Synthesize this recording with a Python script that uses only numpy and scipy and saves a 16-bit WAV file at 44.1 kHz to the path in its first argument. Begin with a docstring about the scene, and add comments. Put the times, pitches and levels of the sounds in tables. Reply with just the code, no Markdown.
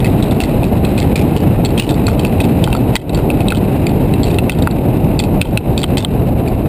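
"""A rough dirt track, heard from inside a plastic case on the roof of a driving truck.
Wind and tyres rumble through the case under a hiss of air and dirt, easing a little as the truck slows.
Every rut knocks the case on its mount: it rings, rebounds, buzzes and chatters.
The hardest knocks make a limiter duck the rumble; a stepwise converter adds a fizz on top."""
import sys
import numpy as np
from scipy import signal
from scipy.fft import rfft, irfft
from scipy.io import wavfile
from scipy.ndimage import uniform_filter1d, minimum_filter1d

SR = 44100
rng = np.random.default_rng(int(sys.argv[2]) if len(sys.argv) > 2 else 0)


def int16_out(signal):
    """Quantize to a 16-bit WAV file."""
    q = np.round(np.clip(np.atleast_2d(signal).T, -1, 1) * 32767)
    wavfile.write(sys.argv[1], SR, q.astype(np.int16))


N = 294588
TIME = np.arange(N) / SR
BINS_HZ = np.fft.rfftfreq(N, 1 / SR)

# Wind and road through the case. 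Each row: frequency in Hz, relative level in dB.
RUMBLE_SPECTRUM = [(8.8, -35), (15, -56), (32, -7), (60, -4.5), (136, 1), (304, -4), (557, -12.5),
                   (614, -13), (792, -15), (1060, -26.5), (1290, -35.5), (1420, -36.5), (1600, -42),
                   (2080, -94), (3520, -120)]
# Air and dirt brushing the case. Each row: frequency in Hz, relative level in dB.
HISS_SPECTRUM = [(700, -31), (1200, 2), (1700, 1.5), (2300, 3), (2620, 7), (2950, 0), (3400, -6.5),
                 (3900, -1.5), (4400, -11.5), (5200, -14.5), (6000, -24)]
# The ring of the plastic. Each row: frequency in Hz, relative level in dB, seconds to fade by 60 dB.
CASE_MODES = [(865, 5, 0.031), (1244, 2.5, 0.013), (1421, 5, 0.019), (2035, 0.5, 0.014), (2587, -5, 0.035),
              (3200, -4.5, 0.021), (3583, 11, 0.0046), (3954, 2.5, 0.0091), (4452, -0.5, 0.011),
              (4540, -31, 0.0026)]
# The point of contact colours a knock. 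Each row: leading ring in Hz, hollow low tilt in dB,
# hard high tilt in dB, lift of the leading ring in dB.
CONTACT_COLOURS = [(850, 3, -10.5, 8.5), (1410, -5, -10, 4), (2030, -17, -5, 4.5), (2560, -15.5, -1.5, 13),
                   (3180, 2.5, 2, 13), (3430, -21, -5, 0.5), (4500, -21, 1, 5.5)]
# Ruts knock the case on its mount. Each row: start in seconds, level in dB, leading ring in Hz,
# then buzzing tail and first rebound, both in dB against the knock.
RUT_KNOCKS = [(0.0033, -22, 1960, -5, -20), (0.045, -17, 1970, -12, -15), (0.058, -21, 2050, -13, -6),
              (0.226, -18.5, 3840, -6.5, -18), (0.3108, -24.5, 3500, -6, -6), (0.4032, -16, 2680, -3, 2),
              (0.4372, -14.5, 2040, -13, -18), (0.6325, -22, 2530, -7.5, 0), (0.8495, -19.5, 4040, -9, -21),
              (0.9779, -20.5, 3520, -1.5, -5), (1.0196, -23, 2090, -11, -5), (1.1567, -14.5, 2440, 1, -8),
              (1.3642, -18.5, 2900, -5, -8), (1.6492, -13.5, 4400, -11, -1), (1.7771, -17.5, 2540, 1.5, -2),
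              (1.7976, -6.5, 2820, -6, -26), (1.8223, -13.5, 2900, -3, -24), (1.891, -21.5, 3540, -1.5, -8),
              (2.0678, -13.5, 4400, -12, -24), (2.0812, -14.5, 1260, -7, -17),
              (2.194, -19.5, 3900, -8, -23), (2.2496, -12.5, 2620, -10.5, -20),
              (2.4026, -16, 3890, -9.5, -6), (2.4422, -20.5, 2620, -13, -6),
              (2.6403, -9.5, 3130, -10.5, -22), (2.675, -9.5, 910, -27, -25), (2.7285, -14, 2660, -27, -9),
              (2.7501, -9, 840, -31, -26), (2.9546, -6.5, 2010, -1, -23), (2.9634, 0, 3270, -14, -30),
              (3.094, -20, 3750, -28, -22), (3.131, -27, 890, -24, -25), (3.1466, -20, 4480, -27, -8),
              (3.1885, -22.5, 1300, -8, -26), (3.302, -13.5, 2580, -20, -29), (3.4052, -20, 2550, -24, -5),
              (3.4834, -12, 3840, -30, -26), (3.5038, -11.5, 2580, -14, -12),
              (3.5211, -10, 1370, -16.5, -20), (3.548, -17.5, 3040, -12, -7),
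              (3.8676, -15.5, 2440, -18, -25), (4.138, -21, 3840, -24, -20), (4.2325, -19, 4370, -12, -2.5),
              (4.259, -30.5, 3900, 0, 0.5), (4.3036, -25, 2490, -5, -12), (4.3441, -26, 3800, -22, -17),
              (4.386, -11, 2670, -20, -31), (4.4958, -8.5, 2625, -14, -12), (4.5194, -16, 3200, -15, -10),
              (4.623, -21, 3760, -28, -24), (4.6727, -5, 910, -25, -32), (4.7114, -22, 3900, -30, -26),
              (5.1915, -12.5, 4490, -9, -17), (5.199, -10, 3570, -18, -18), (5.2385, -17.5, 2550, -13, -18),
              (5.4147, -4.5, 2576, -16, -10), (5.4534, -17, 3130, -12, -16), (5.5742, -6.5, 2640, -25, -13),
              (5.7776, -12.5, 4500, -4, -25), (5.832, -15, 4030, -13, -23), (5.8404, -10, 3130, -26, -19),
              (5.9715, -13, 3510, -1, -3.5), (6.0477, -9, 3140, -30, -20), (6.4765, -23.5, 2420, -25, -23)]


def gain_of(db):
    """Decibels to amplitude."""
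    return 10 ** (np.asarray(db) / 20)


def unit_rms(x):
    """Scales to rms 1."""
    return x / np.sqrt(np.mean(x ** 2) + 1e-20)


def eq_curve(points, hz):
    """Gains along a curve of (Hz, dB) points, joined on a log-frequency axis."""
    point_hz, db = np.transpose(points)
    return gain_of(np.interp(np.log(hz + 1), np.log(point_hz + 1), db))


def add(mix, start_s, sound):
    """Lays a sound into the mix."""
    part = mix[max(round(start_s * SR), 0):][:len(sound)]
    part += sound[:len(part)]


def noise(bin_gains):
    """Coloured noise of rms 1."""
    return unit_rms(irfft(rfft(rng.standard_normal(N)) * bin_gains, N))


def wander(rate_hz):
    """Random movement of rms 1, rolling off above the given rate."""
    return noise(1 / (1 + (BINS_HZ / rate_hz) ** 4))


def wind_and_road(gust_db=0.84, jolt_db=1.15, scuff_db=1.76, crossover_hz=110):
    """The bed: wind buffets the case; road roar and hiss flutter together as the tyres meet the ruts."""
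    slowing = (TIME / TIME[-1]) ** 2.4  # the truck holds its pace, then eases off more and more
    wind_db = -16 - 0.54 * slowing
    road_db = -12.5 - 1.9 * slowing
    hiss_db = -36 - 4.06 * slowing
    rumble = eq_curve(RUMBLE_SPECTRUM, BINS_HZ)
    wind_share = 1 / (1 + (BINS_HZ / crossover_hz) ** 8)
    jolts_db = jolt_db * wander(rate_hz=28)
    wind = noise(rumble * np.sqrt(wind_share)) * gain_of(wind_db + gust_db * wander(rate_hz=13))
    road = noise(rumble * np.sqrt(1 - wind_share)) * gain_of(road_db + jolts_db)
    hiss = noise(eq_curve(HISS_SPECTRUM, BINS_HZ))
    hiss *= gain_of(hiss_db + jolts_db + scuff_db * wander(rate_hz=59))
    return wind + road + hiss


def case_chatter(level_db=-32, spread_db=5, mean_lag_s=0.019, count=60):
    """Faint ticks of the loose case, scattered just behind the knocks."""
    out = np.zeros(N)
    starts = rng.choice(np.transpose(RUT_KNOCKS)[0], count) + rng.exponential(mean_lag_s, count)
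    high_modes = [hz for hz, _, _ in CASE_MODES if 1800 < hz < 4800]
    for start_s, hz, size in zip(starts, rng.choice(high_modes, count), rng.standard_normal(count)):
        tick = knock(hollow_db=-8, hard_db=0, lead_hz=hz, buzz_db=-8)
        add(out, start_s, gain_of(level_db + spread_db * size) * tick)
    return out


def knock(hollow_db, hard_db, lead_hz, buzz_db, lead_db=7, lead_t60_s=0.016, spread_db=5.5,
          detune=0.02, crack_s=0.0012, rise_s=0.00079, buzz_s=0.0095, fits_db=6):
    """The case hits its mount: a crack, ringing plastic with one leading tone, and a buzzing tail."""
    t = np.arange(3000) / SR
    hz, db, t60 = np.transpose(CASE_MODES)[:, :, None]
    weight, shift, phase = rng.standard_normal((3, len(CASE_MODES), 1))
    mode_fades = gain_of(db + spread_db * weight - 60 * t / t60)
    modes = mode_fades * np.sin(2 * np.pi * (hz * (1 + detune * shift) * t + phase))
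    grit_band = signal.butter(2, [1200, 5600], "bandpass", fs=SR, output="sos")
    grit = unit_rms(signal.sosfilt(grit_band, rng.standard_normal(len(t))))
    crack = gain_of(-4) * grit * np.exp(-t / crack_s)
    # the point of contact decides which modes are driven hardest
    tilt = [(1450, hollow_db), (2000, hollow_db / 3), (2600, 0), (3300, hard_db)]
    colour = eq_curve(tilt, np.fft.rfftfreq(len(t), 1 / SR))
    ring = irfft(rfft(modes.sum(0) + crack) * colour / colour.max())
    ring += gain_of(lead_db - 60 * t / lead_t60_s) * np.sin(2 * np.pi * lead_hz * t)
    ring *= 1 - np.exp(-t / rise_s)
    ring /= np.sqrt(uniform_filter1d(ring ** 2, size=66).max())  # loudest 1.5 ms to rms 1
    # the surfaces keep chafing in short fits after the blow, and drive the same modes
    chafe = grit + gain_of(-17) * irfft(rfft(ring) * rfft(rng.standard_normal(len(t))))
    fits = gain_of(fits_db * unit_rms(uniform_filter1d(rng.standard_normal(len(t)), size=110)))
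    buzz_envelope = np.exp(-t / buzz_s) * (1 - np.exp(-t / crack_s))
    buzz = gain_of(buzz_db) * unit_rms(chafe * fits) * buzz_envelope
    fade_out = np.minimum(2 - 2 * t / t[-1], 1)
    return (ring + buzz) * fade_out


def rut_rattle(rebound_s=0.0085, rebound_loss_db=10, unevenness=0.297, settle_gap_s=0.017):
    """At each rut the case knocks, rebounds twice at its own pace and settles with three loose taps."""
    out = np.zeros(N)
    contact_hz, *colours = np.transpose(CONTACT_COLOURS)
    for start_s, db, hz, buzz_db, rebound_db in RUT_KNOCKS:
        hollow_db, hard_db, lead_db = (np.interp(hz, contact_hz, column) for column in colours)
        second_rebound_s = rebound_s * (2 + unevenness * rng.uniform(-1.052, 1))
        taps = [(0, db), (rebound_s, db + rebound_db),
                (second_rebound_s, db + rebound_db - rebound_loss_db)]
        settle_db = min(db + buzz_db - 5, -25)  # tucked under the buzz, always soft
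        settle_delays = np.cumsum(settle_gap_s * rng.uniform(0.66, 1.4, 3))
        taps += [(delay_s, settle_db - k) for k, delay_s in enumerate(settle_delays)]  # 1 dB down a tap
        for delay_s, tap_db in taps:
            add(out, start_s + delay_s, gain_of(tap_db) * knock(hollow_db, hard_db, hz, buzz_db, lead_db))
    return out


def scene():
    """Bed, knocks and ticks all reach one microphone inside the case."""
    return (wind_and_road() + rut_rattle() + case_chatter())[None]


def limiter(x, treble_db=4.5, recovery_db_per_s=100, hold_s=0.022, attack_s=0.0027):
    """Tall peaks, above all sharp ones, pull the gain down; it holds briefly, then climbs back."""
    treble = signal.sosfilt(signal.butter(2, 900, "highpass", fs=SR, output="sos"), x)
    sidechain = abs(x) + gain_of(treble_db) * abs(treble)
    over_db = np.maximum(20 * np.log10(sidechain + 1e-9), 0)
    hold_samples = 2 * round(hold_s * SR / 2) + 1
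    held_db = -minimum_filter1d(-over_db, hold_samples, origin=hold_samples // 2)
    recovery_db = recovery_db_per_s * TIME
    duck_db = np.maximum.accumulate(held_db + recovery_db) - recovery_db
    pole = np.exp(-1 / (attack_s * SR))
    return x / gain_of(signal.lfilter([1 - pole], [1, -pole], duck_db))


def stepwise_converter(x, step_hz=12000, cutoff_hz=5500):
    """Rolls off the top; holding each sample mirrors the sound around the step rate as a faint fizz."""
    spectrum = rfft(x) / np.sqrt(1 + (BINS_HZ / cutoff_hz) ** 24)
    slope = irfft(spectrum * 1j * BINS_HZ, N)
    mirrored = rfft(2 * slope * np.cos(2 * np.pi * step_hz * TIME))
    fizz = mirrored / (1j * np.maximum(BINS_HZ, step_hz / 2))
    return irfft(spectrum + fizz, N)


def record(dry, ceiling=0.71, top_hz=15300):
    """The output chain: limiter, stepwise converter, overload on the tallest peaks, steep low-pass."""
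    converted = stepwise_converter(limiter(dry[0]))
    overloaded = np.clip(converted, -ceiling, ceiling)
    lowpass = signal.firwin(201, top_hz, window=("kaiser", 9), fs=SR)
    return signal.oaconvolve(overloaded, lowpass, "same")[None]


dry = scene()
out = record(dry)
int16_out(out)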